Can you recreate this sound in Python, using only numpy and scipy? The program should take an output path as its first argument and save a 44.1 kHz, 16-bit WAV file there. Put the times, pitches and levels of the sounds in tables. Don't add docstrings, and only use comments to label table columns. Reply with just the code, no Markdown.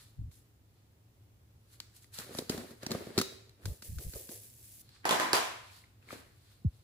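import sys
import numpy as np
from scipy import signal
from scipy.fft import rfft, irfft, next_fast_len
from scipy.io import wavfile
from scipy.ndimage import uniform_filter1d, map_coordinates

SR = 44100
rng = np.random.default_rng(int(sys.argv[2]) if len(sys.argv) > 2 else 0)


def invert_db(x):
    u = np.asarray(x, float) / 20
    return 10 ** u


def persist_wave(psi):
    counts = np.round(np.clip(psi, -1, 1) * 32767).astype(np.int16)
    wavfile.write(sys.argv[1], SR, np.atleast_2d(counts).T)


N = 301203

# peak_s, rise_s, fall_s, rustle_db, beads_db
BRUSHES = [(0.0, .01, 0.15, -61, -61.5), (0.32, .012, 0.14, -71, -60.5), (0.78, 0.22, .2, -80, -88),
           (1.74, 0.11, 0.083, -68, -64.5), (1.81, .01, 0.074, -63, -72), (1.97, 0.05, .06, -65, -57),
           (2.025, .04, 0.072, -68, -61.5), (2.143, 0.017, 0.23, -54.5, -49),
           (2.19, 0.037, 0.044, -54, -49.5), (2.39, 0.069, 0.042, -66, -44.5),
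           (2.51, .015, 0.27, -68, -54.5), (4.948, 0.17, 0.16, -63, -86), (5.769, 0.35, 0.13, -59.5, -63.5),
           (6.531, 0.35, 0.12, -68, -71), (6.75, 0.17, 0.26, -74.5, -79)]
# peak_s, rise_s, fall_s, scrape_db, boom_db
TWISTS = [(2.19, 0.014, 0.12, -54, -56), (2.385, 0.15, 0.079, -54, -46), (2.51, 0.031, .2, -51, -43.5),
          (2.6, 0.09, .12, -57, -48), (2.72, .2, 0.046, -62.5, -57.5), (2.83, 0.032, 0.087, -55.5, -55.5),
          (2.92, 0.048, 0.24, -49.5, -44.5), (3.06, .1, 0.11, -57, -48.5), (3.165, 0.094, .2, -54.5, -44),
          (3.64, 0.076, 0.06, -67, -62), (6.123, 0.072, 0.13, -52.5, -54.5)]
# freq_hz, density_db_per_hz
RUSTLE_SPECTRUM = [(1800, -24.5), (2600, -7), (4300, 4), (6000, -9), (9000, -8), (15300, -39), (16100, -56)]
# freq_hz, width_hz, gain_db
BOTTLE_MODES = [(113, 126, -5), (237, 63, 4.5), (378.4, 98, 3.5), (559, 250, -1.5), (1270, 160, -20.5)]
# freq_hz, likeness (-1 to 1)
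NEAR_LIKENESS = [(60, 0.97), (150, 1), (380, 0.98), (950, 0.033), (2380, 0.18), (5980, 0.037),
                 (15000, 0.04)]
# start_s, click_db, knock_db, spurt_db, boom_db
SHAKES = [(3.655, -31.5, -46, -48, -53), (3.8221, -39, -53.5, -50.5, -63), (3.9844, -39.5, -55, -53, -55.5),
          (4.135, -39, -48, -52, -50.5), (4.29, -42.5, -45.5, -52, -52)]
# time_s, patter_db
STREAM = [(3.82, -64), (3.9, -60.5), (4.1, -54), (4.35, -54.5), (4.72, -58.5), (4.79, -54.5), (4.815, -51),
          (4.83, -84.5)]
# freq_hz, density_db_per_hz
PATTER_SPECTRUM = [(700, -77), (1200, -32.5), (1600, -12), (3000, -12), (4500, -8.5), (9500, -2.5),
                   (13000, -4), (15300, -10.5), (16100, -38.5)]
# freq_hz, gain_db
LANDING_TONE = [(1500, -2.5), (3000, -1), (6000, -1), (10000, 0.5), (12000, 2), (15000, 4)]
# freq_hz, density_db_per_hz
QUIET_SPECTRUM = [(15, -55.5), (25, -34), (43, -18.5), (70, -11), (90, -9), (108, -2.5), (150, -20),
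                  (330, -24), (480, -28.5), (650, -31.5), (1500, -37.5), (4200, -41), (9500, -44),
                  (15300, -42.5), (16100, -77.5)]
# freq_hz, likeness (-1 to 1)
FAR_LIKENESS = [(60, 0.94), (150, 0.94), (380, 0.73), (950, -0.13), (2380, -0.15), (5980, -0.14),
                (15000, 0.3)]
# start_s, length_s, level_db
GUSTS = [(0.196, .1, -37), (3.662, 0.063, -34), (3.896, 0.044, -40), (3.965, 0.031, -37.5),
         (4.06, .035, -38), (4.155, .015, -45.5)]
# freq_hz, density_db_per_hz
GUST_SPECTRUM = [(15, 2), (25, -1), (69, 14), (102, 13), (193, -6.5), (332, -25), (400, -51), (520, -55),
                 (880, -120)]
# start_s, level_db, first_hz, last_hz, sweep_s
PUSH = (6.6475, -21, 250, 52, .054)
# start_s, click_db, knock_db, tone_hz
TAPS = [(0.314, -52, -81, 2190), (1.8017, -28.5, -59.5, 4580), (2.0438, -46, -69, 2000),
        (2.1865, -30, -41.5, 4310), (2.349, -34.5, -38, 1190), (2.386, -25, -33.5, 3800),
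        (2.4952, -24, -29, 4680), (2.5429, -47, -35, 1430), (2.577, -34, -37, 1480),
        (2.708, -46, -47, 1500), (2.831, -34, -39.5, 1740), (2.864, -26, -35.5, 5500),
        (2.9072, -31.5, -37, 1110), (2.9159, -25.5, -33, 4300), (2.947, -45, -27, 1050),
        (3.068, -45, -39, 1680), (3.1773, -21.5, -24.5, 4160), (3.1868, -18.5, -32.5, 1340),
        (3.1976, -26, -32, 1420), (3.2133, -18.5, -33, 1260), (3.494, -48, -78.5, 4200),
        (4.891, -47.5, -73.5, 4370)]
# freq_hz, density_db_per_hz
CLICK_SPECTRUM = [(400, -18), (700, -14.5), (2000, -8.5), (3000, -12), (4300, -3.5), (5500, -7),
                  (10000, -13.5), (15500, -18.5), (16500, -44.5)]
# start_s, level_db
POP = (3.178, -24)
# freq_hz, relative_db, t60_s
CAP_RINGS = [(397, -0.5, 0.062), (385, -14, 0.5), (1370, -12.5, 0.06), (3860, -17.5, 0.46),
             (4460, -16, .15)]
# start_s, crack_db, thud_db, crack_t60_s, tone_hz
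BLOWS = [(5.0528, -25.5, -29.5, 0.022, 1740), (5.0917, -18.5, -35, 0.014, 3300),
         (5.1087, -18, -27, 0.013, 3590), (5.1264, -25.5, -34, 0.0047, 1910),
         (5.1985, -17, -32, 0.0077, 1760), (5.2874, -31.5, -42.5, 0.0059, 1730),
         (5.3312, -9.5, -25, 0.01, 4620)]
# freq_hz, density_db_per_hz
CRACK_SPECTRUM = [(710, -21), (1200, 4), (3670, -1.5), (4880, -3), (8550, -7.5), (10500, -8.5),
                  (14800, -15), (16500, -35.5)]
# freq_hz, width_hz, gain_db
TABLE_MODES = [(316, 220, 0.5), (697, 170, 7), (1009, 122, 7.5), (1960, 53, -7.5)]
# start_s, length_s, level_db
SLIDES = [(5.058, 0.11, -39.5), (5.205, .08, -40.5)]
# freq_hz, density_db_per_hz
DRAG_SPECTRUM = [(90, -62.5), (150, -16.5), (350, -0.5), (500, -21), (970, -2.5), (2200, -5.5),
                 (2600, -15.5), (11000, -37.5), (15300, -51), (16100, -69)]
# start_s, click_db, knock_db, tone_hz
NUDGES = [(5.6993, -52.5, -82, 2390), (5.839, -53, -77, 2120), (6.0258, -58.5, -70, 2670),
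          (6.088, -45.5, -75, 2170), (6.106, -37.5, -66, 1270), (6.1264, -45, -41.5, 700)]
# freq_hz, density_db_per_hz
DULL_SPECTRUM = [(300, -22), (700, -2), (2500, 0.5), (4500, -18), (10000, -18), (16500, -50)]
# freq_hz, t60_s
ROOM_DECAY = [(100, 0.26), (400, 0.58), (2500, 0.71), (6000, 0.57), (14000, 0.49)]
SHARED_HZ = [6500, 12500]

SWELL_DB = 20
SPURT_LAG_S, SPURT_RISE_S = 0.024, 0.029


def unit(x):
    return x / np.sqrt(np.mean(x ** 2) + 1e-20)


def along(points, hz):
    f, v = np.transpose(points)
    return np.interp(np.log(hz + 1), np.log(f + 1), v)


def wobble(rate_hz):
    coarse = np.arange(0, N + 64, 64)
    knots = rng.standard_normal(int(N * rate_hz / SR) + 4)
    return np.interp(np.arange(N), coarse, map_coordinates(knots, [coarse * rate_hz / SR]))


def filtered(x, response):
    m = next_fast_len(N + 8192)
    return irfft(rfft(x, m) * response(np.fft.rfftfreq(m, 1 / SR)), m)[..., :N]


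def colour(spectrum):
    return lambda hz: invert_db(along(spectrum, hz))


def modes(table):
    def response(hz):
        total = 0
        for k, (centre_hz, width_hz, db) in enumerate(table):
            damping = 1j * hz * width_hz
            total = total + (-1) ** k * invert_db(db) * damping / (centre_hz ** 2 - hz * hz + damping)
        return total
    return response


def grains(rate_hz, spread_db, share):
    hit = rng.random(N) < rate_hz / SR
    size = hit * invert_db(spread_db * np.minimum(rng.exponential(size=N), 4))
    envelope = signal.lfilter([1], [1, -.92], size)
    return (share * unit(envelope) + 1 - share) * rng.standard_normal((2, N))


def stereo(pair, response, likeness):
    def split(hz):
        turn = np.arccos(np.clip(along(likeness, hz), -1, 1)) / 2
        return response(hz) * [np.cos(turn), np.sin(turn)]
    mid, side = filtered(pair, split)
    return unit(np.array([mid + side, mid - side]))


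def placed(pair, lag_s, pan_db):
    half = np.array([[.5], [-.5]])
    return filtered(pair, lambda hz: invert_db(pan_db * half) * np.exp(-2j * np.pi * hz * lag_s * half))


def strokes(peak_s, rise_s, fall_s, db):
    column = lambda v: np.reshape(v, (-1, 1))
    t = np.arange(0, N + 32, 32) / SR - column(peak_s)
    rise, fall = np.maximum(column(rise_s), .002), np.maximum(column(fall_s), .002)
    power = invert_db(column(db) - SWELL_DB * np.maximum(-t / rise, t / fall)) ** 2
    return np.interp(np.arange(N), np.arange(t.shape[1]) * 32, np.sqrt(power.sum(0)))


def held(table, rise_s, sag_db_per_s, fall_s):
    t, gain = np.arange(N) / SR, 0
    for start_s, length_s, db in table:
        early = np.clip(start_s - t, 0, 1) / rise_s
        late = np.clip(t - start_s - length_s, 0, 1) / fall_s
        sag_db = sag_db_per_s * np.clip(t - start_s, 0, length_s)
        gain = gain + invert_db(db - SWELL_DB * (early + late) - sag_db)
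    return gain


def hits(table, crack, body, rise_s, tone_db, push_s, body_db, lag_s, pan_db):
    cracks, pushes = np.zeros((3, N + SR)), np.zeros((3, N + SR))
    t = np.arange(SR // 20) / SR
    for start_s, db, knock_db, crack_s, hz in table:
        noise = rng.standard_normal((4, len(t)))
        first = round(start_s * SR)
        at = slice(first, first + len(t))
        tone = invert_db(tone_db - 60 * t / .016) * np.sin(2 * np.pi * hz * t)
        snap = 1 + 1.1 * invert_db(-60 * t / 0.0039)
        decay = invert_db(db + 5.5 - 60 * t / max(crack_s, .002)) * (1 - np.exp(-t / rise_s))
        burst = decay * (tone + snap * (noise[0] + 1.1 * noise[1:3]))
        cracks[:2, at] += burst
        cracks[2, first] += np.linalg.norm(burst[0])
        push = invert_db(knock_db + body_db - 60 * t / push_s) * (1 - np.exp(-t / 0.0012))
        push = push * (0.99 + 1.62 * noise[3])
        pushes[:2, at] += push
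        pushes[2, first] += np.linalg.norm(push)
    radiated = lambda hz: modes(body)(hz) * (1j * hz / (110 + 1j * hz)) ** 2
    sound = filtered(cracks[:, :N], colour(crack)) + filtered(pushes[:, :N], radiated)
    return placed(sound[:2], lag_s, pan_db), sound[2]


def rubbing():
    *brush, rustle_db, _ = np.transpose(BRUSHES)
    *twist, scrape_db, boom_db = np.transpose(TWISTS)
    skin, thread = strokes(*brush, rustle_db), strokes(*twist, scrape_db)
    catch = wobble(41)
    band = lambda hz: 1j * hz * 1700 / (1500 ** 2 - hz * hz + 1j * hz * 1700)
    rustle = stereo(grains(900, 6.8, 0.19), colour(RUSTLE_SPECTRUM), NEAR_LIKENESS)
    scrape = stereo(grains(500, 6.4, 0.28), lambda hz: band(hz) ** 2, NEAR_LIKENESS)
    boom = stereo(grains(150, 1.2, 0.43), modes(BOTTLE_MODES), NEAR_LIKENESS)
    return ((skin + invert_db(-2.5) * thread) * invert_db(0.53 * catch) * rustle
            + (invert_db(-5.5) * skin + thread) * invert_db(1.8 * catch) * scrape
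            + strokes(*twist, boom_db) * invert_db(4.2 * wobble(40)) * boom)


def beads():
    start_s, _, _, spurt_db, boom_db = np.transpose(SHAKES)
    *brush, _, shift_db = np.transpose(BRUSHES)
    *twist, scrape_db, _ = np.transpose(TWISTS)
    stream_s, stream_db = np.transpose(STREAM)
    stream = invert_db(np.interp(np.arange(N) / SR, stream_s, stream_db, -150, -150))
    falling = stream + strokes(start_s + SPURT_LAG_S, SPURT_RISE_S, .13, spurt_db)
    shifting = strokes(*brush, shift_db) + strokes(*twist, scrape_db - 3.5)
    drumming = strokes(start_s + SPURT_LAG_S, SPURT_RISE_S, 0.1, boom_db)
    fizz = stereo(grains(1600, 3.3, .42), colour(PATTER_SPECTRUM), NEAR_LIKENESS)
    landing = invert_db(1.5 * wobble(8.01)) * filtered(fizz, colour(LANDING_TONE))
    boom = stereo(grains(310, 3.5, 0.091), modes(BOTTLE_MODES[2:]), NEAR_LIKENESS)
    return (invert_db(1.6 * wobble(30)) * (shifting * fizz + falling * landing)
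            + drumming * invert_db(3.2 * wobble(49)) * boom)


def quiet_room():
    noise = stereo(rng.standard_normal((2, N)), colour(QUIET_SPECTRUM), FAR_LIKENESS)
    return invert_db(-62.5 + 0.43 * wobble(8.1)) * noise


def room(x):
    out, step = np.zeros((2, N + 2 * SR)), SR // 2
    for start in range(0, N, step):
        hz, t, z = signal.stft(rng.standard_normal((2, SR * 3 // 4)), SR, nperseg=256)
        decay = invert_db(-60 * t / along(ROOM_DECAY, hz)[:, None])
        tail = signal.istft(z * decay, SR, nperseg=256)[1]
        wet = signal.fftconvolve(x[None, start:start + step], tail / np.linalg.norm(tail[0]), axes=1)
        out[:, start + 250:start + 250 + wet.shape[1]] += wet
    return out[:, :N]


def air():
    swirl = stereo(rng.standard_normal((2, N)), colour(GUST_SPECTRUM), [(60, .85)])
    power = np.abs(uniform_filter1d(np.mean(swirl ** 2, axis=0), size=1300))
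    swirl = swirl / np.sqrt(power + .05)
    gusts = held(GUSTS, rise_s=0.02, sag_db_per_s=85, fall_s=0.017) * swirl
    start_s, db, first_hz, last_hz, sweep_s = PUSH
    u = np.clip((np.arange(N) / SR - start_s) / sweep_s, 0, 2)
    hz = (u > 0) / ((1 - u) / first_hz + u / last_hz)
    envelope = invert_db(db) * (1 - np.exp(-u / .02)) * np.exp(-((u - .34) / .36) ** 2)
    push = -envelope * np.sin(2 * np.pi * np.cumsum(hz) / SR)
    return gusts + placed(np.array([push, push]), lag_s=0.00047, pan_db=0)


def bottle_taps():
    contacts = []
    for start_s, db, knock_db, hz in TAPS:
        click_s = 0.012 + 0.033 * invert_db(knock_db + 26)
        contacts.append((start_s, db, knock_db, click_s, hz))
    for start_s, db, knock_db, _, _ in SHAKES:
        contacts.append((start_s, db, knock_db, 0.038, 1525))
    return hits(contacts, CLICK_SPECTRUM, BOTTLE_MODES, rise_s=0.00099, tone_db=6, push_s=0.02,
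                body_db=18.0, lag_s=-0.000095, pan_db=0.5)


def cap_off():
    start_s, db = POP
    out, t = np.zeros(N), np.arange(SR // 2) / SR
    for hz, relative_db, t60_s in CAP_RINGS:
        drift = hz / 1500 * wobble(120)[:len(t)]
        flutter_db = min(hz / 1000, 3.8) * wobble(40)[:len(t)]
        level = invert_db(db + relative_db - 60 * t / t60_s + flutter_db)
        out[round(start_s * SR):][:len(t)] += level * np.sin(2 * np.pi * hz * t + drift)
    return out


def table_blows():
    return hits(BLOWS, CRACK_SPECTRUM, TABLE_MODES, rise_s=0.0018, tone_db=7, push_s=0.025,
                body_db=15.5, lag_s=0.0002, pan_db=-2.0)


def sliding():
    drag = stereo(grains(300, 3.5, .55), colour(DRAG_SPECTRUM), FAR_LIKENESS)
    return held(SLIDES, rise_s=0.015, sag_db_per_s=40, fall_s=0.11) * invert_db(2 * wobble(35)) * drag


def bounced(pair, count, spread_s, db):
    echo = np.zeros((2, SR // 10))
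    echo[:, 0] = 1
    at_s = rng.uniform(.003, spread_s, (2, count))
    sign = rng.choice([-1, 1], at_s.shape)
    echo[[[0], [1]], (at_s * SR).astype(int)] = invert_db(db - 8 * at_s / spread_s) * sign
    return signal.fftconvolve(pair, echo, axes=1)[:, :N]


def second_bottle():
    contacts = [(start_s, db, knock_db, 0.019, hz) for start_s, db, knock_db, hz in NUDGES]
    return hits(contacts, DULL_SPECTRUM, BOTTLE_MODES, rise_s=0.0021, tone_db=10.5, push_s=0.022,
                body_db=17.5, lag_s=0.0001, pan_db=3.0)


def scene():
    near = rubbing() + beads() + cap_off()
    taps, tap_feed = bottle_taps()
    blows, blow_feed = table_blows()
    slide = sliding()
    nudges, nudge_feed = second_bottle()
    table = bounced(blows + slide, count=12, spread_s=0.055, db=-10.5) * invert_db([[-.8], [.8]])
    sent = invert_db(-11.5) * near[0] + invert_db(-10.5) * tap_feed + nudge_feed
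    sent = sent + invert_db(3.0) * blow_feed + invert_db(1.0) * slide[0]
    return near + taps + nudges + table + room(sent) + quiet_room() + air()


def roll_off(x):
    return signal.sosfilt(signal.butter(12, 16810, fs=SR, output="sos"), x)


def record(dry):
    late_s = 12 / SR

    def blend(hz):
        share = np.pi / 2 * np.interp(hz, SHARED_HZ, [0, .88])
        return np.array([np.cos(share), np.sin(share) * np.exp(-2j * np.pi * hz * late_s)])
    left = filtered(dry, blend).sum(0)
    return roll_off(np.array([left, dry[1]]))


dry = scene()
out = record(dry)
persist_wave(out)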